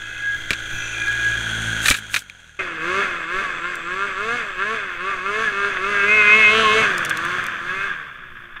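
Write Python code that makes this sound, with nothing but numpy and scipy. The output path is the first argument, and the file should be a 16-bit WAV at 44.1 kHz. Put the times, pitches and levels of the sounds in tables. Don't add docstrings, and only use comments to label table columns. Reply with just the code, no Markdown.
import sys
import numpy as np
from scipy import signal
from scipy.fft import rfft, irfft
from scipy.io import wavfile
from scipy.ndimage import uniform_filter1d

SR = 44100
rng = np.random.default_rng(int(sys.argv[2]) if len(sys.argv) > 2 else 0)


def put_to_file(sound):
    columns = np.atleast_2d(sound).T
    safe = np.clip(columns, -1, 1)
    whole_steps = np.round(safe * 32767)
    wavfile.write(sys.argv[1], SR, whole_steps.astype(np.int16))


N = 379260
TIME = np.arange(N) / SR

# (multiple of the firing rate, relative level [dB])
SLED_PARTIALS = [(.5, -19.5), (1, -4.5), (2, -1.5), (3, -1.5)]
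# (frequency [Hz], gain [dB])
SILENCER_RESPONSE = [(110, -2), (150, -2.5), (190, -11), (235, -6.5), (290, -4), (350, 0), (470, 0),
                     (530, -9)]
# (frequency [Hz], width [Hz], gain [dB])
SLED_BODY_MODES = [(1135, 70, -6), (1210, 55, -2), (1385, 75, 1), (1620, 110, 1), (2130, 130, -9),
                   (2500, 170, -8), (3300, 350, -21), (4250, 250, -29)]
# (frequency [Hz], width per pass [Hz], gain per pass [dB])
PIPE_MODES = [(2113, 167, 23), (2529, 107, 24)]
# (frequency [Hz], level [dB])
RASP_SPECTRUM = [(600, -32), (900, -13), (1060, 0), (1650, 0), (2000, -4), (3600, -8), (7000, -40)]
GAS_SPECTRUM = [(400, -21), (850, -22), (1150, -2.5), (1400, -1.5), (1650, 4.5), (1950, -8.5), (2450, -8),
                (2950, -17), (3500, -10), (4000, -46), (5200, -38), (15000, -91)]
SNARL_SPECTRUM = [(1900, -25), (2400, -2), (3100, 0), (3500, -10), (4100, -14), (4600, -34), (15000, -70)]
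RUMBLE_SPECTRUM = [(40, -60), (130, 22), (300, 21.5), (500, 24.5), (750, 21.5), (1200, -22.5)]
HISS_SPECTRUM = [(3000, 8), (4850, 4), (5350, -4.5), (6150, 7), (6900, 0), (7800, -2), (8900, -3.5),
                 (10000, -14), (11200, -15), (15000, -29)]
TUNNEL_SPECTRUM = [(60, -22), (110, 1), (170, 6), (280, -11.5), (800, -37)]
# (time [s], level [dB])
SLED_NEARNESS_CURVE = [(2.72, -22), (2.98, -22), (3.2, -25), (3.42, -23), (4.85, -29.5), (5.4, -24),
                       (5.8, -22.5), (6.2, -20), (7.13, -17.5), (7.55, -24.5), (7.9, -27), (8.2, -31),
                       (8.6, -32.5)]
# (time [s], half length [s], relative level [dB])
PIPE_BEAM_SWELLS = [(2.6, .022, -6), (6.17, 0.23, 1.5), (6.39, 0.13, 1.5), (6.8, 0.048, -2.5),
                    (7.78, .1, -10)]
# (time [s], half length [s], relative level [dB])
COWL_SWELLS = [(6.3, .1, -18), (6.62, .17, -7)]
# (time [s], half length [s], relative level [dB], frequency [Hz])
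BLARES = [(3.549, 0.29, -7, 1159), (5.092, 0.096, -3.5, 1170), (5.484, 0.097, -1.5, 1677),
          (6.019, .07, -7, 1605), (6.25, 0.27, -10.5, 1473), (6.679, 0.069, -2, 1095),
          (5.897, 0.092, -12.5, 1214), (7.853, 0.17, -4.5, 1627)]
# (time [s], level [dB], decay [s])
EXHAUST_POPS = [(5.768, -16.5, 0.0054), (6.971, -24, .005), (7.108, -11, 0.0048), (8.561, -28, 0.013)]
AWAY_S, AWAY_TURN_S = 6.88, 0.17
BITE_DB, BITE_AWAY_DB = -4.2, -7
WHISTLE_DB, WHISTLE_AWAY_DB = -9.5, -17
RUMBLE_DB, RUMBLE_AWAY_DB, RUMBLE_THROTTLE_DB = -20, -4, -3
HISS_DB, HISS_AWAY_DB, TUNNEL_DB = -17.5, -2.5, -23
REVS_DB_PER_OCTAVE, THROTTLE_DB = 10.5, 0.76
BARK_LAG_S = 0.044
TICKOVER_HZ, TICKOVER_DB = 132.6, 14.5
TRACK_FALLOFF = 0.37
BLARE_WIDTH_HZ = 87


def snowmobile():
    hz, throttle, blip_db, exhaust_db = rider()
    near_db, = curves(SLED_NEARNESS_CURVE)
    away = ramp(AWAY_S, AWAY_TURN_S)
    unsteady_hz = hz * (1 + .002 * (1 + away) * walk(40))
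    cycles = np.cumsum(unsteady_hz) / SR
    octaves = np.log2(hz / np.mean(hz))
    bark = np.interp(TIME - BARK_LAG_S, TIME, uniform_filter1d(throttle, size=3000))
    level_db = near_db + blip_db + REVS_DB_PER_OCTAVE * octaves + THROTTLE_DB * bark

    exhaust_db = exhaust_db + TICKOVER_DB * np.clip((TICKOVER_HZ - hz) / 10, 0, 1)
    exhaust_db = exhaust_db - 1.5 + 12 * octaves + 3 * throttle - 2.5 * away
    exhaust = undb(exhaust_db) * colour(note(cycles, SLED_PARTIALS, waver_db=2.2), SILENCER_RESPONSE)
    pulses = firings(cycles, jitter_s=.000009, scatter_db=1.1, weak_db=-1)
    ragged = firings(cycles, jitter_s=.000021, scatter_db=2.1, weak_db=-1.5)
    body = sum(ring(ragged, [mode]) * undb(3 * walk(22)) for mode in SLED_BODY_MODES)

    rasp_db = BITE_DB + BITE_AWAY_DB * away + 3.5 * throttle
    rasp = undb(rasp_db) * unit(colour(body, RASP_SPECTRUM))
    gas_db = -4.1 - 2.1 * throttle + 1.2 * walk(60)
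    gas = undb(gas_db) * unit(colour(puffs(cycles / 2, length=.45, steady=.7), GAS_SPECTRUM))

    whistle = undb(WHISTLE_DB + WHISTLE_AWAY_DB * away) * pipe(ragged)
    whistle = whistle + swells(PIPE_BEAM_SWELLS) * pipe(pulses)
    snarl = swells(COWL_SWELLS) * unit(colour(pulses, SNARL_SPECTRUM))
    blare = flares(pulses, BLARES, BLARE_WIDTH_HZ) + snarl

    drumming = undb(TUNNEL_DB) * away * unit(colour(rng.standard_normal(N), TUNNEL_SPECTRUM))
    rumble_db = RUMBLE_DB + RUMBLE_AWAY_DB * away + RUMBLE_THROTTLE_DB * throttle
    rumble = undb(rumble_db) * unit(colour(grains(2500, spread_db=-6.5), RUMBLE_SPECTRUM))
    hiss_db = HISS_DB + HISS_AWAY_DB * away + 10 * octaves
    hiss = undb(hiss_db) * unit(colour(puffs(cycles, length=1.0, steady=1.0), HISS_SPECTRUM))
    track_db = TRACK_FALLOFF * (near_db - np.median(near_db))
    track = undb(track_db) * (rumble + hiss) + drumming
    machine = exhaust + rasp + gas + whistle + blare + track
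    return undb(level_db) * machine + skis() + impacts(EXHAUST_POPS, GAS_SPECTRUM)


def pipe(x):
    waver = undb(walk(28))
    return waver * unit(sum(ring(ring(x, [mode]), [mode]) for mode in PIPE_MODES))


# (opens [s], shuts [s], rate pulled towards [Hz], rate fallen back towards [Hz],
# relative loudness [dB], base level of the exhaust note, before revs, throttle, tickover and turning away [dB])
THROTTLE_BLIPS = [(2.5, 2.59, 195.7, 139.8, -3.5, -6), (2.81, 3.011, 246, 147.2, 1, -10),
                  (3.26, 3.412, 252.4, 149.7, -1, -14), (3.605, 3.698, 220.7, 150.7, -1.5, -14.5),
                  (3.836, 4.063, 234, 152, -1, -11), (4.152, 4.367, 302, 146.1, -0.5, -11),
                  (4.571, 4.742, 289.9, 146.1, 2, -11.5), (4.975, 5.102, 256.8, 149.2, 1, -11.5),
                  (5.202, 5.433, 264, 152, -1, -12), (5.527, 5.69, 211.2, 152.3, -2, -11),
                  (5.785, 5.906, 253.4, 190.6, -2, -11), (6.026, 6.146, 246, 199.1, -2.5, -9),
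                  (6.274, 6.398, 241, 196.1, -1.5, -11), (6.472, 6.602, 245.5, 193, -1, -10),
                  (6.692, 6.812, 246.7, 144, -0.5, -10), (7.151, 7.38, 207.7, 160, 1.5, -17.5),
                  (7.6, 7.86, 221.2, 113.4, 2, -17.5)]
CLIMB_S, SINK_S = .278, .177
IDLE_HZ, HALF_THROTTLE_HZ = 150, 180


def rider():
    hz = np.full(N, float(THROTTLE_BLIPS[0][2]))
    throttle, blip_db, exhaust_db = np.zeros((3, N))
    for opens, shuts, goal_hz, rest_hz, db, note_db in THROTTLE_BLIPS:
        eased = np.clip((rest_hz - HALF_THROTTLE_HZ) / (HALF_THROTTLE_HZ - IDLE_HZ), -1, 1)
        moves = [(opens, goal_hz, CLIMB_S, 1), (shuts, rest_hz, SINK_S, eased)]
        for s, towards_hz, lag_s, lever in moves:
            i = min(int(s * SR), N - 1)
            hz[i:] = towards_hz + (hz[i] - towards_hz) * np.exp(-TIME[:N - i] / lag_s)
            throttle[i:] = lever
        blip_db[int(opens * SR):] = db
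        exhaust_db[int(opens * SR):] = note_db
    rounded_hz = uniform_filter1d(hz, size=2000)
    return [rounded_hz] + [uniform_filter1d(x, size=1000) for x in (throttle, blip_db, exhaust_db)]


# (time [s], half length [s], level [dB])
SKI_SWELLS = [(3.85, 0.99, -56.5)]
# (frequency [Hz], width per pass [Hz], gain per pass [dB])
SKI_MODE = [(7630, 490, 0)]


def skis():
    friction = ring(ring(rng.standard_normal(N), SKI_MODE), SKI_MODE)
    return swells(SKI_SWELLS) * unit(friction)


# (time [s], rate [Hz])
QUAD_RATE = [(0, 55.1), (.6, 54.6), (1.2, 56.85), (1.8, 54.85), (1.95, 55.05), (2.3, 46), (2.58, 36)]
# (multiple of the firing rate, front level [dB], rear level [dB]), both relative
QUAD_PARTIALS = [(1, -3.5, -6), (2, 1, -1.5), (3, -19, -11), (4, -15.5, -7.5), (5, -14, -17.5),
                 (6, -7, -15)]
# (frequency [Hz], width [Hz], gain [dB])
CASE_MODES = [(1654, 16.5, 4), (2020, 55, -11), (3430, 130, -3)]
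# (frequency [Hz], level [dB])
BODY_SPECTRUM = [(100, -30.5), (400, -13.5), (900, -18.5), (1150, -25.5), (1450, 6.5), (1650, 5),
                 (1900, -14.5), (2450, -18), (2850, -29), (3250, 3), (3750, -24), (5100, -35), (6400, -22),
                 (12000, -81)]
SPRAY_SPECTRUM = [(200, -4), (1000, 0), (2400, 8.5), (4000, 1), (5200, -13.5), (6300, 5.5), (7800, -6),
                  (9200, -6), (10200, -14), (15000, -24)]
# (time [s], half length [s], level [dB])
CASE_SONG = [(.3, 0.061, -18.5), (1.07, 0.072, -17.5), (1.22, 0.22, -19.5)]
# (time [s], half length [s], level [dB], frequency [Hz])
PANELS = [(0.27, 0.31, -42, 2050), (0.16, 0.13, -41.5, 2560), (0.88, .16, -36, 2600),
          (1.06, 0.31, -32.5, 2420), (1.0, 0.32, -43, 2030)]
# (time [s], half length [s], level [dB], frequency [Hz])
SIZZLE_BANDS = [(.85, .15, -41.5, 6080), (.85, 0.15, -46, 6700), (0.977, 0.35, -58.5, 9200),
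                (1.65, 0.21, -51, 9000)]
PANEL_WIDTH_HZ, SIZZLE_WIDTH_HZ = 105, 370
QUAD_PASS_S, QUAD_MISS_M, QUAD_M_PER_S = 1.64, 1.025, 1.72
CLATTER_DB, EXHAUST_DB, SPRAY_DB = -24, -32.5, -32
EXHAUST_TAIL_DB, SPRAY_TAIL_DB = 9, 3.5
EXHAUST_COAST_DB = -7


def quad():
    hz, = curves(QUAD_RATE)
    along_m = QUAD_M_PER_S * (TIME - QUAD_PASS_S)
    distance_m = np.hypot(along_m, QUAD_MISS_M)
    tail = along_m / distance_m
    cycles = np.cumsum(hz) / SR
    behind = np.clip((TIME - 1.25) / 0.21, 0, 1)
    partials = [(k, front + behind * (back - front)) for k, front, back in QUAD_PARTIALS]
    exhaust = note(cycles, partials, waver_db=2.0)

    knocks = firings(cycles, jitter_s=.00003, scatter_db=1.8, weak_db=0)
    case = colour(ring(knocks, CASE_MODES), [(600, -17), (1400, 6.5), (3500, -6.5), (6000, -23)])
    whine = ring(ring(case, CASE_MODES[:1]), CASE_MODES[:1])
    rattle = colour(puffs(cycles, length=1.0, steady=1.0), BODY_SPECTRUM)
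    coasting = np.clip((TIME - 1.7) / 0.12, 0, 1)
    clanks = colour(firings(cycles / 2, jitter_s=.001, scatter_db=3, weak_db=0), BODY_SPECTRUM)
    engine = undb(-5 - 3.5 * behind) * unit(case)
    engine += undb(-2.3 + .3 * behind - 1.2 * coasting) * unit(rattle)
    engine += undb(-6.5) * coasting * unit(clanks)

    throb = 1 + 0.24 * np.exp(-(cycles % 1) / 1.3)
    spray = unit(colour(grains(20000, spread_db=4.5) * throb, SPRAY_SPECTRUM))
    front_spray = colour(spray, [(6500, 2.0), (9000, 0), (15000, 2.0)])
    spray = front_spray + behind * (spray - front_spray)

    exhaust_db = EXHAUST_DB + EXHAUST_TAIL_DB * tail + EXHAUST_COAST_DB * ramp(1.8, length_s=0.15)
    machine = undb(CLATTER_DB) * engine + undb(exhaust_db) * exhaust
    machine += undb(SPRAY_DB + SPRAY_TAIL_DB * tail) * spray
    panel_drive = unit(knocks) + 1.6 * unit(puffs(cycles, length=0.74, steady=0.33))
    panels = flares(panel_drive, PANELS, PANEL_WIDTH_HZ)
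    sizzle = flares(puffs(cycles, length=.5, steady=.4), SIZZLE_BANDS, SIZZLE_WIDTH_HZ)
    return snow_cover() * machine / distance_m + swells(CASE_SONG) * unit(whine) + panels + sizzle


# (time [s], half length [s], level [dB])
SNOW_SHOWERS = [(1.885, 0.043, -20), (1.975, 0.019, -33), (2.16, 0.043, -31.5)]
# (time [s], relative level [dB], crumbling time [s])
SNOW_CLODS = [(.5055, -11, 0.0091), (.531, -12.5, 0.0058), (1.08, -13.5, .0024), (1.856, -5.5, 0.0078),
              (1.8825, 0.5, 0.0052), (1.909, -2, 0.0085), (1.94, -12.5, 0.012), (2.1425, -7, 0.0059),
              (2.1635, -10.5, 0.0078), (2.298, -21, 0.0015)]
# (time [s], relative level [dB], decay [s])
HEAVY_JOLTS = [(.506, -13.5, 0.0092), (1.903, -6.5, 0.0059)]
# (time [s], relative level [dB])
ICE_CRUMBS = [(1.902, 0), (2.149, -9.5), (2.191, -17), (3.755, -24), (6.9806, -11), (7.05, -12.5),
              (7.0582, -19), (7.0956, -12.5), (7.1021, -17), (7.1724, -15.5), (7.2512, -23), (7.44, -25),
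              (7.466, -20.5)]
# (frequency [Hz], level [dB])
SHOWER_SPECTRUM = [(300, -16), (1000, -9), (1600, 2), (3500, 3), (5000, -7.5), (6500, 0), (9000, -1.5),
                   (15000, -14)]
CLOD_SPECTRUM = [(400, -15), (850, -16.5), (1300, 0), (1700, 6.5), (2000, -4.5), (2400, 10), (3000, -7.5),
                 (3800, 0.5), (5000, -13), (6300, -9), (9500, -18), (11000, -24), (15000, -30)]
JOLT_SPECTRUM = [(50, -2.5), (450, -11.5), (1000, -26), (8000, -62)]
CRUMB_SPECTRUM = [(1000, -65), (3000, 14), (4500, 8.5), (7000, 11), (10000, 6), (15000, -3)]


def thrown_snow():
    crackle = swells(SNOW_SHOWERS) * unit(colour(grains(6000, spread_db=3.0), SHOWER_SPECTRUM))
    clods = impacts(SNOW_CLODS, CLOD_SPECTRUM)
    jolts = impacts(HEAVY_JOLTS, JOLT_SPECTRUM)
    crumbs = impacts([(s, db, .0014) for s, db in ICE_CRUMBS], CRUMB_SPECTRUM)
    return crackle + knock() + undb(-5.5) * (clods + jolts) + undb(-6) * crumbs


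# (time [s], peak level [dB])
ICY_LUMPS = [(0.5067, 0), (1.8835, -6), (2.1427, -1), (2.163, -2.5)]
# (frequency [Hz], width [Hz], relative gain [dB])
HOUSING_MODES = [(1920, 220, 6), (2350, 230, 11), (2610, 180, -10), (3640, 230, -8.5)]


def knock():
    blows = np.zeros(N)
    for s, db in ICY_LUMPS:
        blows[int(s * SR)] = undb(db)
    peak = np.max(ring(signal.unit_impulse(SR), HOUSING_MODES))
    return ring(blows, HOUSING_MODES) / peak


# (time [s], added gain [dB])
STUCK_SNOW = [(1.94, -10), (2.19, -8.5)]


def snow_cover():
    return undb(sum(db * ramp(s, length_s=0.033) for s, db in STUCK_SNOW))


# (time [s], half length [s], level added to the breeze [dB])
WIND_GUSTS = [(.4, 0.062, -39.5), (.74, 0.091, -33)]
# (frequency [Hz], level [dB])
WIND_SPECTRUM = [(8, 3), (18, 5), (40, -14), (80, -12), (160, -17), (500, -46.5)]
BREEZE_DB = -46
SLED_START_S = 2.589


def wind():
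    cover = np.where(TIME < SLED_START_S, snow_cover(), 1)
    strength = (undb(BREEZE_DB) + swells(WIND_GUSTS)) * cover
    turbulence = colour(rng.standard_normal(N), WIND_SPECTRUM) * undb(2.5 * walk(23))
    return strength * unit(turbulence)


def firings(cycles, jitter_s, scatter_db, weak_db):
    count = int(cycles[-1])
    chance = rng.standard_normal((count, 2))
    at = np.interp(np.arange(count), cycles, np.arange(N)) + jitter_s * SR * chance[:, 0]
    strength = undb(scatter_db * chance[:, 1] + weak_db * (np.arange(count) % 2))
    taps = at.astype(int)[:, None] + np.arange(-7, 9)
    offset = taps - at[:, None]
    shape = np.sinc(offset) * np.sinc(offset / 8)
    places = np.clip(taps, 0, N - 1).ravel()
    return np.bincount(places, (strength[:, None] * shape).ravel(), N)


def puffs(cycles, length, steady):
    return (np.exp(-(cycles % 1) / length) + steady) * rng.standard_normal(N)


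def note(cycles, partials, waver_db):
    total = 0
    for k, db in partials:
        level = undb(db + waver_db * walk(35))
        multiple = round(2 * k) / 2
        total = total + level * np.sqrt(2) * np.sin(2 * np.pi * (multiple * cycles + rng.random()))
    return total


def grains(per_s, spread_db):
    size = undb(spread_db * np.minimum(rng.exponential(size=N), 4))
    return (rng.random(N) < per_s / SR) * rng.standard_normal(N) * size


def impacts(rows, outline):
    bursts = np.zeros(N)
    for s, db, decay in rows:
        start = int(s * SR)
        age = TIME[:min(SR // 8, N - start)]
        rise = 1 - np.exp(-6 * age / decay)
        bursts[start:][:len(age)] += undb(db + 2.5) * np.exp(-age / decay) * rise
    noise = rng.standard_normal(N)
    return colour(bursts * noise, outline) / np.std(colour(noise, outline))


def flares(x, rows, width_hz):
    total = 0
    for s, half, db, hz in rows:
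        mode = [(hz, width_hz, 0)]
        total = total + swells([(s, half, db)]) * unit(ring(ring(x, mode), mode))
    return total


def ring(x, modes):
    return sum(undb(db) * signal.lfilter(*signal.iirpeak(hz, hz / width, SR), x) for hz, width, db in modes)


def colour(x, points):
    size = 2 ** 15
    hz, db = np.transpose(points)
    freqs = np.maximum(np.arange(size // 2 + 1) * SR / size, 1)
    gain = undb(np.interp(np.log(freqs), np.log(hz), db))
    cepstrum = irfft(np.log(gain))
    cepstrum[1:size // 2] *= 2
    cepstrum[size // 2 + 1:] = 0
    response = irfft(np.exp(rfft(cepstrum)))[:size // 2]
    return signal.fftconvolve(x, response)[:N]


def walk(rate):
    k = max(int(SR / rate), 2)
    held = np.repeat(rng.standard_normal(N // k + 1), k)
    return 1.245 * uniform_filter1d(uniform_filter1d(held, k), k)[:N]


def swells(rows):
    return sum(undb(db) * np.exp(-((TIME - s) / half) ** 2) for s, half, db in rows)


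def ramp(s, length_s):
    return np.clip((TIME - s) / length_s + .5, 0, 1)


def curves(table):
    s, *columns = np.transpose(table)
    return [np.interp(TIME, s, c) for c in columns]


def unit(x):
    return x / np.sqrt(np.mean(x ** 2))


def undb(db):
    return 10 ** (np.asarray(db) / 20)


def scene():
    change = np.clip((TIME - SLED_START_S) / 0.0044, 0, 1)
    machines = (1 - change) * quad() + change * snowmobile()
    return (machines + thrown_snow() + wind())[None]


TOP_HZ = 15500


def record(dry):
    clipped = np.clip(dry, -1, 1)
    low_pass = signal.ellip(8, .2, 70, TOP_HZ, fs=SR, output="sos")
    return signal.sosfilt(low_pass, clipped)


dry = scene()
out = record(dry)
put_to_file(out)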